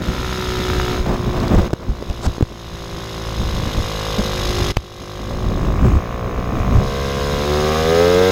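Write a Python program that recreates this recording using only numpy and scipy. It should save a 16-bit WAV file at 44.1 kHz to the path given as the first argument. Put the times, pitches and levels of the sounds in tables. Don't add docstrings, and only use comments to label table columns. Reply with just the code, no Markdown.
import sys
import numpy as np
from scipy import signal
from scipy.fft import rfft, irfft, next_fast_len
from scipy.io import wavfile
from scipy.ndimage import map_coordinates

SR = 44100
rng = np.random.default_rng(int(sys.argv[2]) if len(sys.argv) > 2 else 0)


def unload_wav(signal):
    wavfile.write(
        sys.argv[1],
        SR,
        np.round(np.clip(np.atleast_2d(signal).T, -1, 1) * 32767).astype(np.int16),
    )


def to_linear_factor(level_db):
    exponent = np.asarray(level_db, float) / 20
    return 10 ** exponent


N = 366471
T = np.arange(N) / SR

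# t/s, echo delay/s, echo level/dB, shading/0-1
ROAD = [(0, 0.0022, -2, 0.36), (.95, 0.0023, -1.5, 0.3), (1.1, 0.002, -22, 1), (2.6, 0.0023, -35, 0.84),
        (4.7, 0.0015, -18, 1), (5, 0.0017, -14, 1), (6.7, 0.00161, -11, 1), (7.1, 0.0019, -12, 0.7),
        (7.7, 0.0025, -4.5, 0.93), (8.31, 0.0022, -8.5, 0.63)]


def unit(x):
    return x / np.sqrt(np.mean(x ** 2) + 1e-20)


def along(points, hz):
    f, v = np.transpose(points)
    return np.interp(np.log(hz + 1), np.log(f + 1), v)


def curves(rows):
    s, *columns = np.transpose(rows)
    return [np.interp(T, s, column) for column in columns]


def wobble(rate):
    knots = rng.standard_normal(int(N * rate / SR) + 4)
    return map_coordinates(knots, [T * rate])


def filtered(x, response):
    m = next_fast_len(N + SR // 2)
    spectrum = rfft(x, m) * response(np.fft.rfftfreq(m, 1 / SR))
    return irfft(spectrum, m)[:N]


def hiss(spectrum):
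    return unit(filtered(rng.standard_normal(N), lambda hz: to_linear_factor(along(spectrum, hz))))


def resonant(modes, flip=-1):
    def response(f):
        total = 0
        for k, (centre, width, db) in enumerate(modes):
            bandwidth = 1j * f * width
            total = total + flip ** k * to_linear_factor(db) * bandwidth / (centre * centre - f * f + bandwidth)
        return total
    return response


def pulses(turns, scatter_db, jitter, late=0, gain=1):
    whole = np.arange(1, int(turns[-1]) + 1)
    chance = rng.standard_normal((len(whole), 2))
    at = np.interp(whole + jitter * chance[:, 0], turns, np.arange(N) + late * SR).clip(0, N - 1)
    k = at.astype(int)
    size = to_linear_factor(scatter_db * chance[:, 1]) * (gain * np.ones(N))[k]
    before = np.bincount(k, size * (k + 1 - at), N + 1)
    after = np.bincount(k + 1, size * (at - k), N + 1)
    return (before + after)[:N]


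def exhaust(turns):
    # f/Hz, width/Hz, level/dB
    pop_open = [(1227, 370, 4), (730, 14, 6), (2320, 1100, -25), (215, 150, 4.5)]
    # f/Hz, width/Hz, level/dB
    pop_shaded = [(1052, 164, 2.5), (728, 95, -0.5), (2340, 530, -12), (202, 420, -11)]
    delay, echo_db, shade = curves(ROAD)
    direct = pulses(turns, scatter_db=0.9, jitter=0.00024)
    echo = pulses(turns, scatter_db=3.5, jitter=0.00066, late=delay, gain=to_linear_factor(echo_db))
    blasts = direct + echo

    def path(modes, top_hz):
        return unit(filtered(blasts, lambda f: resonant(modes, flip=1)(f) / (1 + 1j * f / top_hz) ** 3))

    shade = shade.clip(0, 1)
    return -(1 - shade) * path(pop_open, top_hz=4080) - shade * path(pop_shaded, top_hz=2090)


def chamber(turns, modes):
    puffs = pulses(turns, scatter_db=0.8, jitter=0.0022)
    return unit(filtered(puffs, lambda f: np.conj(resonant(modes, flip=1)(f)) ** 2))


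def intake_and_silencer(speed, turns, throttle_db):
    # f/Hz, width/Hz, level/dB
    off_pipe = [(467, 126, 5), (517, 84, -1.5), (680, 130, -12), (802, 78, -10.5), (1532, 140, -2),
                (1980, 170, -6)]
    # f/Hz, width/Hz, level/dB
    on_pipe = [(443, 113, 4), (508, 97, -3.5), (740, 59, -15.5), (1200, 100, -5), (1570, 150, -6),
               (2040, 110, -11)]
    # f/Hz, width/Hz, level/dB
    intake = [(377.4, 74, 0)]
    # t/s, level/dB
    airbox = [(0, -9), (.5, 4), (1, 5), (2.5, 1), (2.9, 4), (3.5, -2), (3.95, -9.5), (4.25, -3), (4.6, 6.5),
              (5.3, 1.5), (5.85, -1.5), (6.2, -22), (7.3, -24), (7.5, 4.5), (7.72, 3.5), (7.8, -1),
              (7.88, -8), (8.2, -4)]
    pipe_from, pipe_span = 78.5, 2.5
    port_turns = turns + 0.12
    tuned = ((speed - pipe_from) / pipe_span).clip(0, 1)
    silencer = (1 - tuned) * chamber(port_turns, off_pipe) + tuned * chamber(port_turns, on_pipe)
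    return to_linear_factor(curves(airbox)[0]) * chamber(port_turns, intake) + to_linear_factor(throttle_db - 7.0) * silencer


def shaft_orders(turns):
    # multiple of the shaft rate, level over the pop/dB
    orders = [(1, 4), (2, 3), (3, 0), (4, -6)]
    return sum(to_linear_factor(db + 0.23 * wobble(16)) * np.sin(2 * np.pi * k * turns) for k, db in orders)


def tyres(throttle_db):
    # f/Hz, level/dB per Hz
    tread = [(300, -17), (600, -36), (900, -11), (1570, -12), (2500, -14.5), (4590, -44), (6640, -22),
             (7900, -73)]
    level_db, yield_share = -6.5, 0.39
    return to_linear_factor(level_db - yield_share * throttle_db + 1.16 * wobble(23)) * hiss(tread)


def rattle(turns):
    # t after the firing/s, level/dB, decay/s
    slap_times = [
        (0, -1, .0015),
        (.0042, 1, .002),
        (.0078, -3, .0015),
        (.0115, -9, .0015),
    ]
    # f/Hz, level/dB per Hz
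    case = [(700, -3), (1300, 0.5), (2300, -2.5), (3060, 0), (4540, -5), (5400, -2.5), (6000, -5.5),
            (7400, -17)]
    # f/Hz, width/Hz, level/dB
    fins = [(2025, 45, -6), (2887, 14, 1.5), (3197, 25, -6), (3378, 30, -2), (3492, 30, -2), (3621, 35, -3),
            (3749, 35, 1), (3862, 45, -3), (4055, 36, -1), (4330, 40, -8), (4829, 30, -5), (4980, 30, -8),
            (5120, 70, -3), (6450, 130, -5)]
    # f/Hz, width/Hz, level/dB
    barrel_modes = [(3760, 520, 0), (5100, 300, -9), (6450, 220, -14)]
    gate_floor, same_blow = 0.28, 0.14
    fins_db, barrel_db, barrel_hides_db = 6, 0.5, 12.5

    def soften(tau):
        return lambda f: SR / (1 / tau + 2j * np.pi * f) / (1 + 1j * f / 400)

    slaps = [to_linear_factor(db) * pulses(turns, scatter_db=-1.0, jitter=0.0025, late=late) for late, db, _ in slap_times]
    gate = gate_floor + sum(filtered(slap, soften(tau)) for slap, (_, _, tau) in zip(slaps, slap_times))
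    struck = unit(gate * rng.standard_normal(N)) + same_blow * unit(sum(slaps))
    body = filtered(struck, lambda f: to_linear_factor(along(case, f)) + to_linear_factor(fins_db) * resonant(fins, flip=1)(f))
    shade = curves(ROAD)[2]
    barrel = to_linear_factor(barrel_db - barrel_hides_db * shade) * filtered(struck, resonant(barrel_modes, flip=0.39))
    return unit(body + barrel)


def engine():
    # t/s, f/Hz
    firing = [(0.0, 62.57), (0.9, 60.85), (1.8, 58.81), (2.7, 56.8), (3.6, 54.09), (4.3, 52.32),
              (4.8, 50.6), (5.1, 51.01), (5.4, 52.19), (6.0, 57.64), (6.3, 59.92), (6.6, 64.15),
              (7.2, 69.95), (7.5, 73.38), (7.7, 76.35), (7.87, 80.22), (8.02, 85.54), (8.31, 94.65)]
    # t/s, exhaust level/dB, throttle/dB, view of the cylinder/dB
    ride = [(0, -33, -1, -1), (.5, -31, 0, 1.5), (.93, -30, 1, 0), (1.06, -34, 0.5, -3),
            (1.66, -33, 11, -2.5), (2.2, -37, 4.5, 1), (2.9, -36, 6.5, 2), (3.8, -32, 7.5, 2.5),
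            (4.25, -31, 11.5, 4), (4.7, -31, 4, 7), (5, -33.5, 9, 3.5), (5.4, -34, 7.5, -2),
            (5.85, -30.5, 3, -12), (6.25, -33.5, 9, -11), (6.7, -30, 1.5, -11), (6.9, -31, 11, -2),
            (7.78, -26, 11.5, -1), (7.92, -26.5, 19.5, -1)]
    speed, = curves(firing)
    turns = -0.28 + np.cumsum(speed) / SR
    exhaust_db, throttle_db, view_db = curves(ride)
    mix = to_linear_factor(1.5) * exhaust(turns)
    mix = mix + intake_and_silencer(speed, turns, throttle_db)
    mix = mix + shaft_orders(turns) + tyres(throttle_db)
    mix = mix + to_linear_factor(view_db - 1.2) * rattle(turns)
    return to_linear_factor(exhaust_db) * mix


def wind():
    # t/s, level/dB
    airflow = [(0, -20), (.7, -16), (1.6, -11), (2.4, -25), (4.7, -20.5), (5.3, -19.5), (6.1, -18.5),
               (6.5, -15.5), (7.4, -18.5), (8.31, -21)]
    # peak t/s, strength/dB, half length/s, flutter over its usual share/dB
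    gusts = [(0.017, -18.5, 0.053, 2), (0.132, -27, 0.08, 10), (0.74, -18, 0.078, -15),
             (1.122, -17.5, 0.042, 9), (1.287, -22, 0.02, 12), (1.41, -25, 0.046, 11),
             (1.555, -5, 0.046, 2.5), (1.903, -4.5, 0.033, -3), (2.11, -18, 0.021, 5),
             (2.275, -3, 0.027, -12), (2.513, -24, 0.012, 15), (2.716, -19.5, 0.053, -20),
             (2.953, -18, 0.024, -21), (3.427, -10, 0.073, -10), (3.57, -5.5, 0.039, -11),
             (3.66, -15, 0.057, 0.5), (3.798, -4.5, 0.044, -9), (4.198, -7.5, 0.018, 3),
             (4.606, -13.5, 0.22, -3), (5.023, -22, 0.017, 7), (5.35, -15, 0.076, 4.5),
             (5.489, -10, 0.065, -0.5), (5.69, -6.5, 0.16, -6), (5.868, -0.5, 0.051, -6),
             (5.966, -2, 0.034, -7), (6.264, -20, 0.055, 1), (6.592, -8, 0.077, -11),
             (6.77, -2.5, 0.062, 0.5)]
    # f/Hz, level/dB per Hz
    buffet_bands = [(15, -5), (35, 1.5), (60, 1.5), (120, -5.5), (200, -16), (400, -24), (800, -56)]
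    # f/Hz, level/dB per Hz
    flutter_bands = [(100, -5.5), (200, 3.5), (320, -3.5), (600, -9.5), (1200, -22.5), (2500, -35.5),
                     (7000, -61)]
    gust_flutter_db, calm_flutter_db = -12.5, -10.5
    breeze = to_linear_factor(curves(airflow)[0])
    push = breeze
    flap = to_linear_factor(calm_flutter_db) * breeze
    for peak, db, half, extra_db in gusts:
        swell = to_linear_factor(db) * np.exp(-((T - peak) / half) ** 2)
        push = push + swell
        flap = flap + to_linear_factor(gust_flutter_db + extra_db) * swell
    lumps = wobble(22)
    buffet = unit(to_linear_factor(1.6 * lumps) * hiss(buffet_bands))
    flutter = unit(to_linear_factor(0.6 * lumps + 3 * wobble(70)) * hiss(flutter_bands))
    return to_linear_factor(-9.5) * push * buffet + to_linear_factor(-3.5) * flap * flutter


def knocks():
    # t/s, peak level/dB, f/Hz, t60/s, crack level/dB
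    pushes = [(0.089, -7.5, 126, 0.045, -43), (1.063, -14.5, 710, 0.013, -26),
              (1.549, -23, 600, 0.017, -17), (1.7319, 3, 357, 0.0044, -24), (1.891, -11, 59, 0.13, -44),
              (2.025, -10, 440, 0.011, -31), (2.099, -5, 53, 0.046, -22), (2.271, -6, 86, 0.048, -42),
              (2.382, -7, 300, 0.0061, -31), (2.409, -1.5, 294, 0.016, -28), (2.4253, 11, 98, 0.021, -19),
              (4.7681, -18.5, 2610, 0.022, -17), (4.782, -15, 61.5, 0.1, -50)]
    # t/s, peak level/dB, f/Hz, t60/s, crack level/dB
    pulls = [
        (1.001, -8.5, 39, 0.17, -43),
        (1.706, -16, 503, 0.006, -26),
        (1.7356, 3, 200, 0.0079, -19),
        (2.4252, 0, 307, 0.017, -22),
        (4.77, 13.5, 705, 0.0016, -42),
        (4.7703, 2, 92, 0.015, -12),
        (5.01, -21, 114, 0.026, -47),
    ]
    out = np.zeros(N + SR)
    t = np.arange(SR // 4) / SR
    for sign, s, db, hz, t60, crack_db in [(1, *k) for k in pushes] + [(-1, *k) for k in pulls]:
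        push = sign * to_linear_factor(db + 1.5 - 60 * t / t60) * np.sin(2 * np.pi * hz * t)
        crack = to_linear_factor(crack_db + 9.0 - 60 * t / 0.01) * rng.standard_normal(len(t))
        out[round(s * SR):][:len(t)] += push + signal.lfilter([0.2], [1, -0.8], crack)
    return out[:N]


def scrapes():
    # start t/s, end t/s, level/dB, swell power, squeak level/dB
    drags = [
        (1.056, 1.164, -25, 0.073, -23),
        (1.328, 1.605, -25.5, 0.15, -33),
        (1.8, 1.86, -38, .1, -26),
        (2.202, 2.268, -25.5, 1.2, 0.5),
    ]
    # f/Hz, level/dB per Hz
    skin_bands = [(200, 2), (600, 12.5), (1300, 5.5), (2500, -6), (5000, -14), (7900, -20)]
    # f/Hz, level/dB per Hz
    squeak_bands = [(800, 7), (2000, -8), (5000, -2), (7000, -4.5), (8000, -6)]
    skin = unit(to_linear_factor(4.0 * wobble(90)) * hiss(skin_bands))
    squeak = hiss(squeak_bands)
    out = np.zeros(N)
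    for start, end, db, power, squeak_db in drags:
        swell = np.clip((T - start) / (end - start), 0, 1) ** power * (T < end)
        out += to_linear_factor(db) * swell * (skin + to_linear_factor(squeak_db) * squeak)
    return out


def latch():
    # t/s, level/dB
    clicks = [
        (1.402, -19),
        (1.481, -16),
        (1.687, -33),
    ]
    # f/Hz, width/Hz, level/dB
    latch_mode = [(4350, 700, 0)]
    ticks = np.zeros(N)
    for s, db in clicks:
        ticks[round(s * SR)] = to_linear_factor(db + 22.5)
    return filtered(ticks, resonant(latch_mode))


def ducking():
    # loud knock t/s, depth/dB, recovery/s
    ducks = [
        (1.7316, 19, 0.28),
        (2.425, 13, 0.27),
        (4.772, 26.5, 0.26),
    ]
    ahead_s, lag_db, settle_s = 0.052, 9, 0.089
    drop_db = np.zeros(N)
    for s, db, recovery in ducks:
        start = s - ahead_s
        since = np.abs(T - start)
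        drop_db += (T > start) * (db * np.exp(-since / recovery) - lag_db * np.exp(-since / settle_s))
    return to_linear_factor(-drop_db)


def scene():
    handling = knocks() + scrapes() + latch()
    return (ducking() * (engine() + wind()) + handling)[None]


def top_cut(x):
    return signal.sosfilt(signal.butter(12, 16570, fs=SR, output="sos"), x)


def record(dry):
    # f/Hz, level/dB
    mirror = [(8000, -2.5), (9500, -12.5), (12300, -17), (15000, -26.5), (15900, -44)]
    camera_hz, image_top_hz, ceiling = 16000, 15830, 0.85
    half = camera_hz / 2
    held = dry[0] / (1 + np.abs(dry[0] / ceiling) ** 6) ** (1 / 6)
    base = filtered(held, lambda hz: (hz < half) * hz / (hz + 8))
    folded = 2 * base * np.cos(2 * np.pi * camera_hz * T)
    image = filtered(folded, lambda hz: (hz > half) * (hz < image_top_hz) * to_linear_factor(along(mirror, hz)))
    return top_cut((base + image)[None])


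dry = scene()
out = record(dry)
unload_wav(out)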